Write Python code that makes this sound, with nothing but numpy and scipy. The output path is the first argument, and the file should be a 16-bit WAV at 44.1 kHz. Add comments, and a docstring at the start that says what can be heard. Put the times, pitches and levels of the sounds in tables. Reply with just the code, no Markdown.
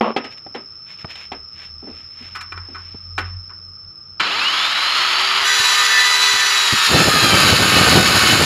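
"""A circular saw spins up close by with a rising whistle; its gears and blade sing, then its teeth bite bamboo.
The saw is motor and gear harmonics, blade resonances and filtered noise, led by the stage of the work.
Before it, a worker settles a thick pole and lifts the saw: noise bursts and ringing modes knock, clank and rub.
Air and sawdust from the cut thump on the microphone as coloured noise. Outdoors, cicadas sing in narrow
noise bands, an engine throbs far off as a few sines, and the yard hushes as filtered noise."""
import sys
import numpy as np
from scipy import signal
from scipy.fft import rfft, irfft
from scipy.io import wavfile
from scipy.ndimage import uniform_filter1d

SR = 44100
rng = np.random.default_rng(int(sys.argv[2]) if len(sys.argv) > 2 else 0)


def generate_wav(sig):
    """Save sig (samples, or channels by samples) to the path in sys.argv[1] as 16-bit PCM at SR."""
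    pcm = np.round(np.clip(np.atleast_2d(sig).T, -1, 1) * 32767).astype(np.int16)
    wavfile.write(sys.argv[1], SR, pcm)


N = 372644
TIME = np.arange(N) / SR  # s
FREQ = np.maximum(np.fft.rfftfreq(N, 1 / SR), 1)  # Hz

# Hush of the yard: [f/Hz, level/dB], relative
HUSH_SPECTRUM = [(15, -33), (25, -36), (95, -10), (217, -18.5), (301, -33), (328, -16.5), (366, -29.5),
                 (486, -25), (530, -30), (999, -33), (1240, -16), (1720, -36), (3110, -36), (4600, -46.5),
                 (5980, -93), (10100, -120)]
HUSH_DB = -52
# Far engine: [t/s, firing pitch f/Hz, level/dB]
FAR_ENGINE = [(1.2, 75, -58), (1.37, 74, -43), (1.55, 76, -59), (1.8, 79, -44), (2.3, 87, -51),
              (2.39, 87, -42), (3.3, 89, -35), (3.55, 91, -45.5), (4.2, 94, -55)]
# Loudness of the cicada chorus: [t/s, level/dB]
CICADA_LEVELS = [(0, -42.5), (.3, -38.5), (1, -37.5), (3.4, -37), (4.2, -39.5)]
# Bands of cicada song and faint top hiss: [f/Hz, spread/Hz, power level/dB], relative;
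# half amplitude lies spread / 1.14 from the centre
CICADA_BANDS = [(5192, 39, -9), (5214, 82, -6), (5120, 70, -26), (5305, 13, 0.5), (5340, 36, -16),
                (5410, 19, -9.5), (7200, 200, -42.5), (14000, 2500, -53), (10600, 150, -44)]

# Knocks of the pole: [t/s, peak level/dB, nominal t60/s, tilt/(dB per octave), contact rise/s]
POLE_KNOCKS = [(.009, -8, 0.056, -1.5, 0.0012), (.163, -6, 0.2, 1, 0.0012), (.24, -19.5, 0.12, 3, 0.017),
               (.464, -25, 0.042, -4, 0.0013), (.545, -18, 0.18, .5, 0.0077),
               (1.155, -23.5, 0.1, 6.5, 0.00078), (1.317, -17.5, 0.2, 1, 0.0025),
               (1.825, -30.5, 0.16, -7.5, 0.0076), (1.868, -27.5, 0.16, -5, 0.017),
               (2.2, -36.5, .2, -13, .011), (2.683, -34.5, 0.2, -6.5, 0.0074),
               (3.18, -14.5, 0.17, 2, 0.0017)]
# Clanks of the saw's base plate, guard and switch: [t/s, peak level/dB, nominal t60/s,
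# tilt/(dB per octave), contact rise/s]
SAW_CLANKS = [(2.349, -18.5, .2, 3.5, 0.0077), (2.408, -22, .1, 5.5, .003), (2.521, -19, .06, -1.5, .001),
              (2.575, -22, .06, -2, .0005), (2.745, -24.5, .18, -1, .008), (3.179, -9, 0.24, 1.5, .0014),
              (3.491, -34, .19, -2.5, .012), (4.201, -6, 0.049, 1, 0.0034)]
# Dull bumps and puffs of air: [t/s, peak level/dB, nominal t60/s, tilt/(dB per octave), contact rise/s]
DULL_BUMPS = [(1.045, -17, 0.042, 1, .0006), (2.944, -26, 0.047, -2, .002), (5.595, -26, 0.057, -6, .005),
              (6.335, -29.5, .07, -3, .004), (6.725, -13, 0.062, -7, 0.0054)]
# Ringing modes of the bamboo: [f/Hz, mean level/dB, longest t60/s], relative
BAMBOO_MODES = [(237, -18.5, 0.38), (395, -16, 0.27), (511, -19, 0.13), (782, 3, 0.042), (1262, -17.5, 5.0),
                (1530, -34.5, 0.48), (1920, -42, 5.0), (2040, -13, 0.094), (2234, -47, 0.68),
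                (2589, -27.5, 0.2), (2770, -26, 0.11), (3830, -36, 0.33)]
# Noise of a blow on the bamboo: [f/Hz, level/dB], relative
BAMBOO_SPECTRUM = [(100, -24), (250, 5), (750, -2), (1300, -6.5), (3000, -5.5), (5000, -19.5), (8000, -38),
                   (15000, -62)]
# Ringing modes of the saw's metal parts: [f/Hz, mean level/dB, longest t60/s], relative
METAL_MODES = [(374, -17.5, 5.0), (760, -17, 5.0), (974, -27, 0.079), (1295, 1.5, 0.13), (1482, 0, 0.19),
               (1580, -24, 0.14), (1940, -32, 0.3), (2378, 1, 0.06), (2740, -21, 1.3), (3020, -31, 0.18),
               (3090, -16.5, 0.026), (3770, -40, 0.33), (4274, -56, 5.0), (5110, -21, 0.05)]
# Noise of a blow on the saw's metal parts: [f/Hz, level/dB], relative
METAL_SPECTRUM = [(100, -18), (350, -7.5), (600, -21.5), (1100, 6), (2000, -0.5), (4500, -12.5),
                  (8000, -28.5), (15000, -42)]
# Noise of a dull bump: [f/Hz, level/dB], relative
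BUMP_SPECTRUM = [(30, -51), (80, 2.5), (140, -3.5), (300, -6.5), (1000, -15.5), (4000, -36), (12000, -77)]
# Strokes of gloves and sleeves: [middle t/s, half length/s, level/dB]
CLOTH_STROKES = [(.324, .016, -43.5), (0.381, 0.0065, -42), (0.909, 0.037, -44), (1.005, 0.031, -45.5),
                 (1.111, 0.023, -37), (1.208, 0.052, -39.5), (1.624, 0.061, -43), (1.976, .09, -52),
                 (2.25, 0.09, -44.5), (2.83, 0.16, -53.5), (3.268, 0.032, -52)]
# Rubbing cloth: [f/Hz, level/dB], relative
CLOTH_SPECTRUM = [(300, -6.5), (1200, 0.5), (2600, 8.5), (4500, -2.5),
                  (7000, -11.5), (8500, -27.5), (11500, -25.0), (15000, -35)]
# The clothes shuffle at random under the strokes until the worker holds still
SHUFFLE_DB, SHUFFLE_SPREAD_DB, STILL_S, SETTLE_S = -65.5, 1.5, 3.76, 0.3
# Pole juddering over its rest: [f/Hz, level/dB], relative
DRAG_SPECTRUM = [(71, -43.5), (120, -41), (222, 3.5), (260, -14), (383, -3), (1140, -5.5), (1650, -21.5),
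                 (2840, -20.5), (4890, -42), (5340, -40), (8000, -63.5), (10400, -96.5), (17600, -120)]
# DRAG_DB is the level extrapolated to t = 0
DRAG_S, DRAG_STOP_S, DRAG_RELEASE_S, DRAG_DB, DRAG_FADE_DB_PER_S = 0.0083, 0.11, 0.024, -14, -90

# Air thumping on the microphone: [f/Hz, level/dB], relative
BUFFET_SPECTRUM = [(15, -57), (25, -21), (32, -34), (74, -2.5), (102, 1.5), (182, 1), (223, -1.5),
                   (335, -2.5), (800, -7.5), (1040, -12), (1760, -120)]
# Brief lulls of that air: [middle t/s, half length/s, level change/dB]
DRAUGHT_LULLS = [(7.047, 0.022, -7.5), (7.124, 0.018, -11), (7.573, 0.026, -4)]
# It sets in as the blade breaks through, and gusts
DRAUGHT_S, DRAUGHT_RISE_S, DRAUGHT_DB, GUST_DB = 6.87, 0.063, -19, 1.44

# Motor shaft turns per turn of the blade's spindle; moment of switching on
GEAR_RATIO, SWITCH_ON_S = 6.135, 4.196
# The motor closes in on its no-load speed, fast at first and then ever more slowly
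NO_LOAD_HZ, SPIN_UP_S, SPIN_UP_POWER = 680, 0.182, 0.62
# Highest motor shaft speed with the blade on the pole: [t/s, shaft turns f/Hz]
LOADED_SPEED = [(5.45, 490), (5.8, 492), (6.2, 497), (6.5, 492), (6.75, 477), (6.9, 460), (7.35, 388),
                (7.5, 376), (7.8, 369), (8.1, 374), (8.45, 371)]
# The teeth first graze the pole; the bite is full once this much speed is lost
TOUCH_S, TOUCH_RISE_S, FULL_BITE_SAG_HZ = 5.43, 0.045, 60
# Stages of the work, in rows: switched on, half speed, running free, grazing the skin, biting deep;
# [level/dB, treble boost/dB, gear whine/dB re rush, blade ring/dB re rush, power share of rasp 0-1]
WORK_STAGES = [(-16.5, -20, -29, -21, 0.56), (-19, -6, -10, -26, 0.33), (-16, -2.5, -38, -38, 0),
               (-15.5, 8.5, -2.5, -4.5, 0.19), (-13, 11, -9, -8, 0.82)]
# The hand pushes the saw on: [middle t/s, half length/s, boost/dB]
HAND_PUSHES = [(7.396, 0.05, 2), (7.86, .09, 2), (8.245, 0.1, 1.7)]
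# The feed is uneven in the cut
CHATTER_DB, CHATTER_PER_S = 0.88, 30
# Gear whine: [multiple of the motor shaft, free level/dB, loaded level/dB], relative
WHINE_PARTIALS = [(1, -21, -25), (2, -8, -14), (3, -12, -5), (4, 0, -4), (5, -9, -12), (6, -13, -4),
                  (7, -5, -12), (8, -6, -1), (9, -12, -10), (10, -12, -9), (11, -13, -18), (12, -4, -9),
                  (14, -11, -22), (16, -16, -22), (18, -19, -27), (20, -22, -24), (22, -19, -27),
                  (28, -28, -34), (30, -27, -34)]
# Blade resonances in which the whine flares: [f/Hz, width/Hz, boost/dB]
WHINE_PEAKS = [(1228, 61, 7.4), (1700, 48, 6.5), (4140, 750, 8)]
# Modes of the steel blade: [f/Hz, width/Hz, power level/dB], relative
BLADE_MODES = [(1224, 4.9, 1.5), (1265, 11, -7.5), (1529, 8.5, -0.5), (1596, 7.5, -0.5), (1794, 6.7, 1.5),
               (2168, 13, -4), (2585, 9.5, 1), (2520, 51, -13), (3407, 6.3, -9.5), (3480, 9.1, -5),
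               (3880, 24, 0.5), (4300, 9.2, -5.5), (6770, 41, -1), (7330, 52, -4.5)]
# Fine resonances and dips of guard and housing: [f/Hz, width/Hz, boost/dB]
GUARD_PEAKS = [(1280, 57, 3.5), (3030, 650, 6), (4070, 76, 6.5), (5860, 1070, -11.5), (6690, 890, 4.5),
               (8210, 970, -8.5), (11000, 760, 3.5), (13600, 1000, -12)]
# Air and brushes, running free: [f/Hz, level/dB], relative
AIR_SPECTRUM = [(59, -64), (100, -31.5), (306, -19.5), (393, -20), (529, -16.5), (1230, 2), (1650, -4),
                (1760, -2), (3600, -5), (4000, -2.5), (5600, -6), (6770, -14), (8180, -20.5),
                (11000, -25.5), (15400, -35)]
# Teeth tearing fibres: [f/Hz, level/dB], relative
RASP_SPECTRUM = [(350, -20), (600, -24), (927, -7), (1270, 3.5), (1930, -2), (2600, 0.5), (3700, -14.5),
                 (4020, -0.5), (5060, -1.5), (5640, -5.5), (6910, -17), (8360, -20.5), (11400, -24),
                 (15400, -32)]
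# Mains growl of the starting current: [f/Hz, peak level/dB]
STARTING_GROWL = [(100, -57), (200, -46.5), (300, -42.5), (400, -42.5)]
# Whistles of the free blade: [multiple of the blade's turn, level/dB at half speed, level/dB at full speed],
# before colour and damping; touching the pole damps them
BLADE_WHISTLES = [(60, -26.5, -27), (90, -33, -46), (120, -34, -48), (180, -47, -54)]
WHISTLE_DAMPING_DB = -5
# How the whistles radiate: [f/Hz, level/dB]
WHISTLE_SPECTRUM = [(1000, -35), (1900, -12), (2350, -1), (4800, -2), (5800, -12), (7000, -3), (9000, -17),
                    (13000, -16)]
# Resonances in which the whistles flare: [f/Hz, width/Hz, boost/dB]
WHISTLE_RESONANCES = [(2950, 260, 9), (3950, 400, 1.5), (5120, 300, 8)]
# The blade howls as it binds in the kerf:
# [middle t/s, half length/s, multiple of the motor shaft, level/dB before flutter]
BINDING_HOWLS = [(5.53, .09, 4, -19), (5.55, .12, 12, -32), (6.1, .35, 4, -26), (6.78, .13, 8, -29),
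                 (6.98, .09, 4, -20), (7.01, .04, 3, -24), (7.06, .16, 12, -28), (7.08, .14, 16, -32),
                 (7.16, .05, 3, -20.5), (7.25, .08, 10, -22.5), (7.32, .14, 8, -25.5),
                 (7.34, .06, 6, -24.5)]
# The blade's strongest mode squeals on its own: [middle t/s, half length/s, level/dB before flutter]
MODE_SQUEALS = [(5.64, .08, -25), (5.97, 0.081, -17), (6.44, 0.078, -23.5)]
SQUEAL_HZ = 1768

TOP_HZ = 15550  # upper limit of the microphone signal


def undb(db):
    """Decibels to gain."""
    return 10 ** (np.asarray(db) / 20)


def unit(x):
    """Scale to rms 1."""
    return x / (np.std(x) + 1e-12)


def curves(table):
    """Each column of a table, joined by straight lines in time."""
    s, *columns = np.transpose(table)
    return [np.interp(TIME, s, c) for c in columns]


def during(table, fade_s):
    """1 while a table lasts, fading outside it."""
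    return np.clip(1 + np.minimum(TIME - table[0][0], table[-1][0] - TIME) / fade_s, 0, 1)


def ramp(s, rise_s):
    """0 before a moment, then a straight rise to 1."""
    return np.clip((TIME - s) / rise_s, 0, 1)


def swell(s, half_s):
    """A bell-shaped rise and fall around a moment, down to 1/e at half_s from it."""
    return np.exp(-np.minimum(((TIME - s) / half_s) ** 2, 50))


def shape_db(points, freq=FREQ):
    """A spectrum joined on a log-frequency axis, falling 20 dB per octave beyond its ends."""
    hz, db = np.transpose(points)
    octaves, known = np.log2(freq), np.log2(hz)
    beyond = abs(octaves - np.clip(octaves, known.min(), known.max()))
    return np.interp(octaves, known, db) - 20 * beyond


def boost_db(resonances):
    """Gain in dB per frequency of a table of resonances."""
    return sum(db / (1 + (2 * (FREQ - f) / w) ** 2) for f, w, db in resonances)


def peaks(modes):
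    """Summed resonance curves, each with the power that its dB gives."""
    return sum(undb(db) / np.sqrt(w) / (1 + (2 * (FREQ - f) / w) ** 2) for f, w, db in modes)


def colour(x, db):
    """Filter by a gain in dB per frequency; rms 1."""
    return unit(irfft(rfft(x) * undb(db), N))


def noise():
    """White noise."""
    return rng.standard_normal(N)


def walk(rate):
    """Smooth random wander, spread near 1, with about this many turns per second."""
    knots = rng.standard_normal(N // 8)
    wander = np.interp(TIME * rate, np.arange(len(knots)), knots)
    return unit(uniform_filter1d(wander, max(int(SR / rate / 2), 1)))


def grains(rate, spread_db):
    """Clicks at random moments, rate per second on average, with uneven sizes."""
    moments = rng.random(N) < rate / SR
    sizes = undb(spread_db * np.clip(noise(), -2.5, 2.5))
    return unit(moments * np.sign(noise()) * sizes)


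def once_a_turn(angle, count):
    """An uneven pattern that repeats with every turn of a wheel."""
    turn = np.linspace(0, 2 * np.pi, 256)
    pattern = sum(np.cos(k * turn + rng.uniform(0, 2 * np.pi)) / k ** 1.46 for k in range(1, count + 1))
    return np.interp(angle % (2 * np.pi), turn, unit(pattern))


def yard_hush():
    """Steady noise of the open yard, with a slight wander in level."""
    return colour(noise(), shape_db(HUSH_SPECTRUM)) * undb(HUSH_DB + 0.4 * walk(6.5))


def far_engine():
    """An engine throbs far off: its firing pitch, half of it and twice it, uneven in speed and level."""
    hz, level_db = curves(FAR_ENGINE)
    firing = 2 * np.pi * np.cumsum(hz * (1 + 0.018 * walk(11))) / SR
    tones = np.sin(firing) + 0.24 * np.sin(firing / 2) + 0.063 * np.sin(2 * firing)
    throb = unit(tones * undb(4.2 * walk(16)))
    return throb * undb(level_db) * during(FAR_ENGINE, 0.42)


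def cicadas():
    """Cicadas beat against each other in narrow bands of noise."""
    song = sum(undb(db) / np.sqrt(w) / (1 + (1.14 * (FREQ - f) / w) ** 4) for f, w, db in CICADA_BANDS)
    chorus = colour(noise(), 20 * np.log10(song))
    # each insect holds its loudness, so the chorus stays even
    chorus = chorus / np.sqrt(uniform_filter1d(chorus ** 2, SR // 20) + 1e-6)
    return chorus * undb(curves(CICADA_LEVELS)[0])


def outdoors():
    """Cicadas and a far engine over the hush of the yard."""
    return cicadas() + far_engine() + yard_hush()


def blows(table, modes, spectrum, ring_db, tail_db, tail_s):
    """Each blow is a short chatter of contacts, the body's modes and a faint echo from the yard."""
    out, t = np.zeros(N + SR), TIME[:SR // 2]
    freq = np.maximum(np.fft.rfftfreq(len(t), 1 / SR), 1)
    for s, db, t60, tilt_db, contact_s in table:
        chatter, echo = rng.standard_normal((2, len(t)))
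        # the chatter dies 1.09 times as fast as the nominal t60
        burst = chatter * undb(-60 * t / t60 * 1.09) + echo * undb(tail_db - 60 * t / tail_s)
        body = irfft(rfft(burst) * undb(shape_db(spectrum, freq)), len(t))
        # the treble dies before the lows
        dull = signal.sosfilt(signal.butter(2, 2500, fs=SR, output="sos"), body)
        body = dull + (body - dull) * np.exp(-t / 0.03)
        # every blow lands elsewhere and favours other modes
        ring = 0 * t
        for f, mode_db, mode_t60 in modes:
            fading_db = mode_db + rng.standard_normal() - 60 * t / min(mode_t60, 1.5 * t60)
            ring = ring + undb(fading_db) * np.sin(2 * np.pi * (f * t + rng.random()))
        tilt = undb(tilt_db * np.log2(np.clip(freq, 200, 9000) / 1000))
        hit = irfft(rfft(unit(body) + undb(ring_db) * unit(ring)) * tilt, len(t))
        hit = hit * (1 - np.exp(-t / contact_s)) * (t < 0.4)
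        start = int(s * SR)
        out[start:start + len(t)] += undb(db) * hit / abs(hit).max()
    return out[:N]


def pole_drag():
    """The pole judders over its rest: scraping grains that fade, then stop."""
    release = np.exp(-np.maximum(TIME - DRAG_STOP_S, 0) / DRAG_RELEASE_S)
    sliding = ramp(DRAG_S, 0.0023) * undb(DRAG_DB + DRAG_FADE_DB_PER_S * TIME) * release
    return colour(grains(900, 1.5) + 0.54 * noise(), shape_db(DRAG_SPECTRUM)) * sliding


def cloth_rub():
    """Gloves and sleeves rub in strokes, over a random shuffle of clothes."""
    strokes = sum(undb(db) * swell(s, half) for s, half, db in CLOTH_STROKES)
    shuffle = undb(SHUFFLE_DB + SHUFFLE_SPREAD_DB * walk(9.4)) * (1 - ramp(STILL_S - SETTLE_S, SETTLE_S))
    return colour(grains(520, 3.3) + noise(), shape_db(CLOTH_SPECTRUM)) * (strokes + shuffle)


def handling():
    """The pole drags and knocks; gloves rub; the saw clanks as it is lifted and set down."""
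    pole = blows(POLE_KNOCKS, BAMBOO_MODES, BAMBOO_SPECTRUM, ring_db=-1.0, tail_db=-21.5, tail_s=0.52)
    plate = blows(SAW_CLANKS, METAL_MODES, METAL_SPECTRUM, ring_db=-1.5, tail_db=-13.5, tail_s=0.46)
    bumps = blows(DULL_BUMPS, [], BUMP_SPECTRUM, ring_db=-20, tail_db=-26, tail_s=0.26)
    return pole_drag() + cloth_rub() + pole + plate + bumps


def draught():
    """Eddies and flying sawdust thump on the microphone."""
    thumps = (0.7 * noise() + grains(320, 3.3)) * undb(2 * walk(45))
    lulls_db = sum(db * swell(s, half) for s, half, db in DRAUGHT_LULLS)
    level_db = DRAUGHT_DB + GUST_DB * walk(8.8) + lulls_db
    return colour(thumps, shape_db(BUFFET_SPECTRUM)) * undb(level_db) * ramp(DRAUGHT_S, DRAUGHT_RISE_S)


def motion():
    """Shaft speed and stage of the work: the motor spins up, the teeth touch, the bite drags the speed down."""
    free = NO_LOAD_HZ * (1 - (1 + np.maximum(TIME - SWITCH_ON_S, 0) / SPIN_UP_S) ** -SPIN_UP_POWER)
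    held = curves(LOADED_SPEED)[0]
    hz = np.minimum(free, held)
    bite = np.clip((held.max() - held) / FULL_BITE_SAG_HZ, 0, 1)
    return hz, 2 * hz / held + ramp(TOUCH_S, TOUCH_RISE_S) + bite


def starting_growl():
    """The current surges at switch-on and falls as the motor gathers speed: a fading mains growl."""
    tones = sum(undb(db) * np.sin(2 * np.pi * f * TIME) for f, db in STARTING_GROWL)
    return tones * swell(SWITCH_ON_S, 0.4)


def gear_whine(motor, spindle, cutting):
    """Harmonics of the motor shaft; the big gear's play gives each sidebands, a little weaker under load."""
    sway = [once_a_turn(spindle, count=5) for _ in range(4)]
    flutter = [walk(35) for _ in range(3)]
    play = 0.53 * (1 - 0.17 * cutting)
    out = 0
    for i, (k, free_db, loaded_db) in enumerate(WHINE_PARTIALS):
        angle = round(k) * motor + rng.uniform(0, 2 * np.pi)
        db = free_db + (loaded_db - free_db) * cutting + 2.4 * flutter[i % 3]
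        out = out + undb(db) * (np.cos(angle) + play * sway[i % 4] * np.cos(angle + i))
    # a partial flares as it glides through a resonance of the blade
    return colour(out, boost_db(WHINE_PEAKS))


def whistles(spindle, stage):
    """The blade's whistles glide up and flare in each resonance they cross; the higher ones fade with speed."""
    tones = 0
    for k, half_db, full_db in BLADE_WHISTLES:
        db = np.interp(stage, [1, 2], [half_db, full_db]) + 2.4 * walk(70)
        tones = tones + undb(db) * np.sin(round(k) * spindle)
    radiation_db = shape_db(WHISTLE_SPECTRUM) + boost_db(WHISTLE_RESONANCES)
    tones = irfft(rfft(tones) * undb(radiation_db), N)
    return np.sqrt(2) * tones * undb(WHISTLE_DAMPING_DB * ramp(TOUCH_S, TOUCH_RISE_S))


def howls(motor, spindle):
    """Shaft partials swell and flutter as the blade binds; its own mode squeals at a nearly steady pitch."""
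    slip = 0.5 * walk(20)  # radians
    tones = 0
    for s, half, k, db in BINDING_HOWLS:
        angle = round(k) * motor + slip + rng.uniform(0, 2 * np.pi)
        tones = tones + undb(db) * swell(s, half) * np.sin(angle)
    # the flutter repeats with each turn of the blade
    flutter = (1 + 0.55 * np.cos(spindle) + 0.3 * np.cos(2 * spindle + 1)) * undb(1.5 * walk(60))
    mode = np.sin(2 * np.pi * np.cumsum(SQUEAL_HZ + 3 * walk(15)) / SR) * undb(2 * walk(30))
    squeal = mode * sum(undb(db) * swell(s, half) for s, half, db in MODE_SQUEALS)
    return np.sqrt(2) * (tones * flutter + squeal)


def free_air(spindle):
    """Fan and brushes rush; the gears rattle in step with the spindle."""
    rattle = undb(0.67 * once_a_turn(spindle, count=5) + 0.9 * walk(90))
    source = (noise() + 0.56 * grains(2500, 4.2)) * rattle
    return colour(source, shape_db(AIR_SPECTRUM) + boost_db(GUARD_PEAKS))


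def tooth_rasp(spindle):
    """Each of 24 teeth snaps a few fibres, some teeth deeper than others."""
    teeth = np.exp(1.1 * np.cos(24 * spindle))
    bite = undb(1.2 * once_a_turn(spindle, count=4) + 0.9 * walk(60))
    source = (noise() + 0.39 * grains(3000, 4)) * teeth * bite
    return colour(source, shape_db(RASP_SPECTRUM) + boost_db(GUARD_PEAKS))


def saw():
    """Fan air, motor and gear whine, blade whistle and ring, and teeth tearing fibres."""
    hz, stage = motion()
    level_db, treble_db, whine_db, ring_db, cutting = (
        np.interp(stage, np.arange(len(WORK_STAGES)), c) for c in np.transpose(WORK_STAGES))
    cutting = np.clip(cutting, 0, 1)
    level_db = level_db + sum(db * swell(s, half) for s, half, db in HAND_PUSHES)
    level_db = level_db + CHATTER_DB * cutting * walk(CHATTER_PER_S)
    # shaft angles in radians; the speed shakes more once the teeth are loaded
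    shake = (0.000517 + 0.00253 * cutting) * walk(25)
    motor = 2 * np.pi * np.cumsum(hz * (1 + shake)) / SR
    spindle = motor / GEAR_RATIO
    rush = np.sqrt(1 - cutting) * free_air(spindle) + np.sqrt(cutting) * tooth_rasp(spindle)
    # harder work brightens the hiss
    top = irfft(rfft(rush) / (1 + (6200 / FREQ) ** 6), N)
    rush = rush + (undb(treble_db) - 1) * top
    # the blade's own modes stay put while everything else glides
    ring = colour(noise(), 20 * np.log10(peaks(BLADE_MODES)))
    # a hum at five times the blade's turn, growing steeply with speed
    hum = undb(-26 + 1.5 * walk(12)) * np.sqrt(2) * np.sin(5 * spindle) * (hz / hz.max()) ** 6
    whine = undb(whine_db) * gear_whine(motor, spindle, cutting)
    total = rush + hum + whine + undb(ring_db) * ring
    # the tones take their share of the saw's power
    total = total / np.sqrt(1 + undb(whine_db) ** 2 + undb(ring_db) ** 2)
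    running = total * undb(level_db) + whistles(spindle, stage) + howls(motor, spindle) + starting_growl()
    return running * ramp(SWITCH_ON_S, 0.0046)


def scene():
    """Everything at one microphone."""
    return (outdoors() + handling() + draught() + saw())[None]


def record(dry):
    """The phone rounds the highest peaks and cuts the top."""
    rounded = dry / (1 + abs(dry) ** 6) ** (1 / 6)
    return signal.sosfilt(signal.ellip(12, 0.1, 80, TOP_HZ, fs=SR, output="sos"), rounded)


dry = scene()
out = record(dry)
generate_wav(out)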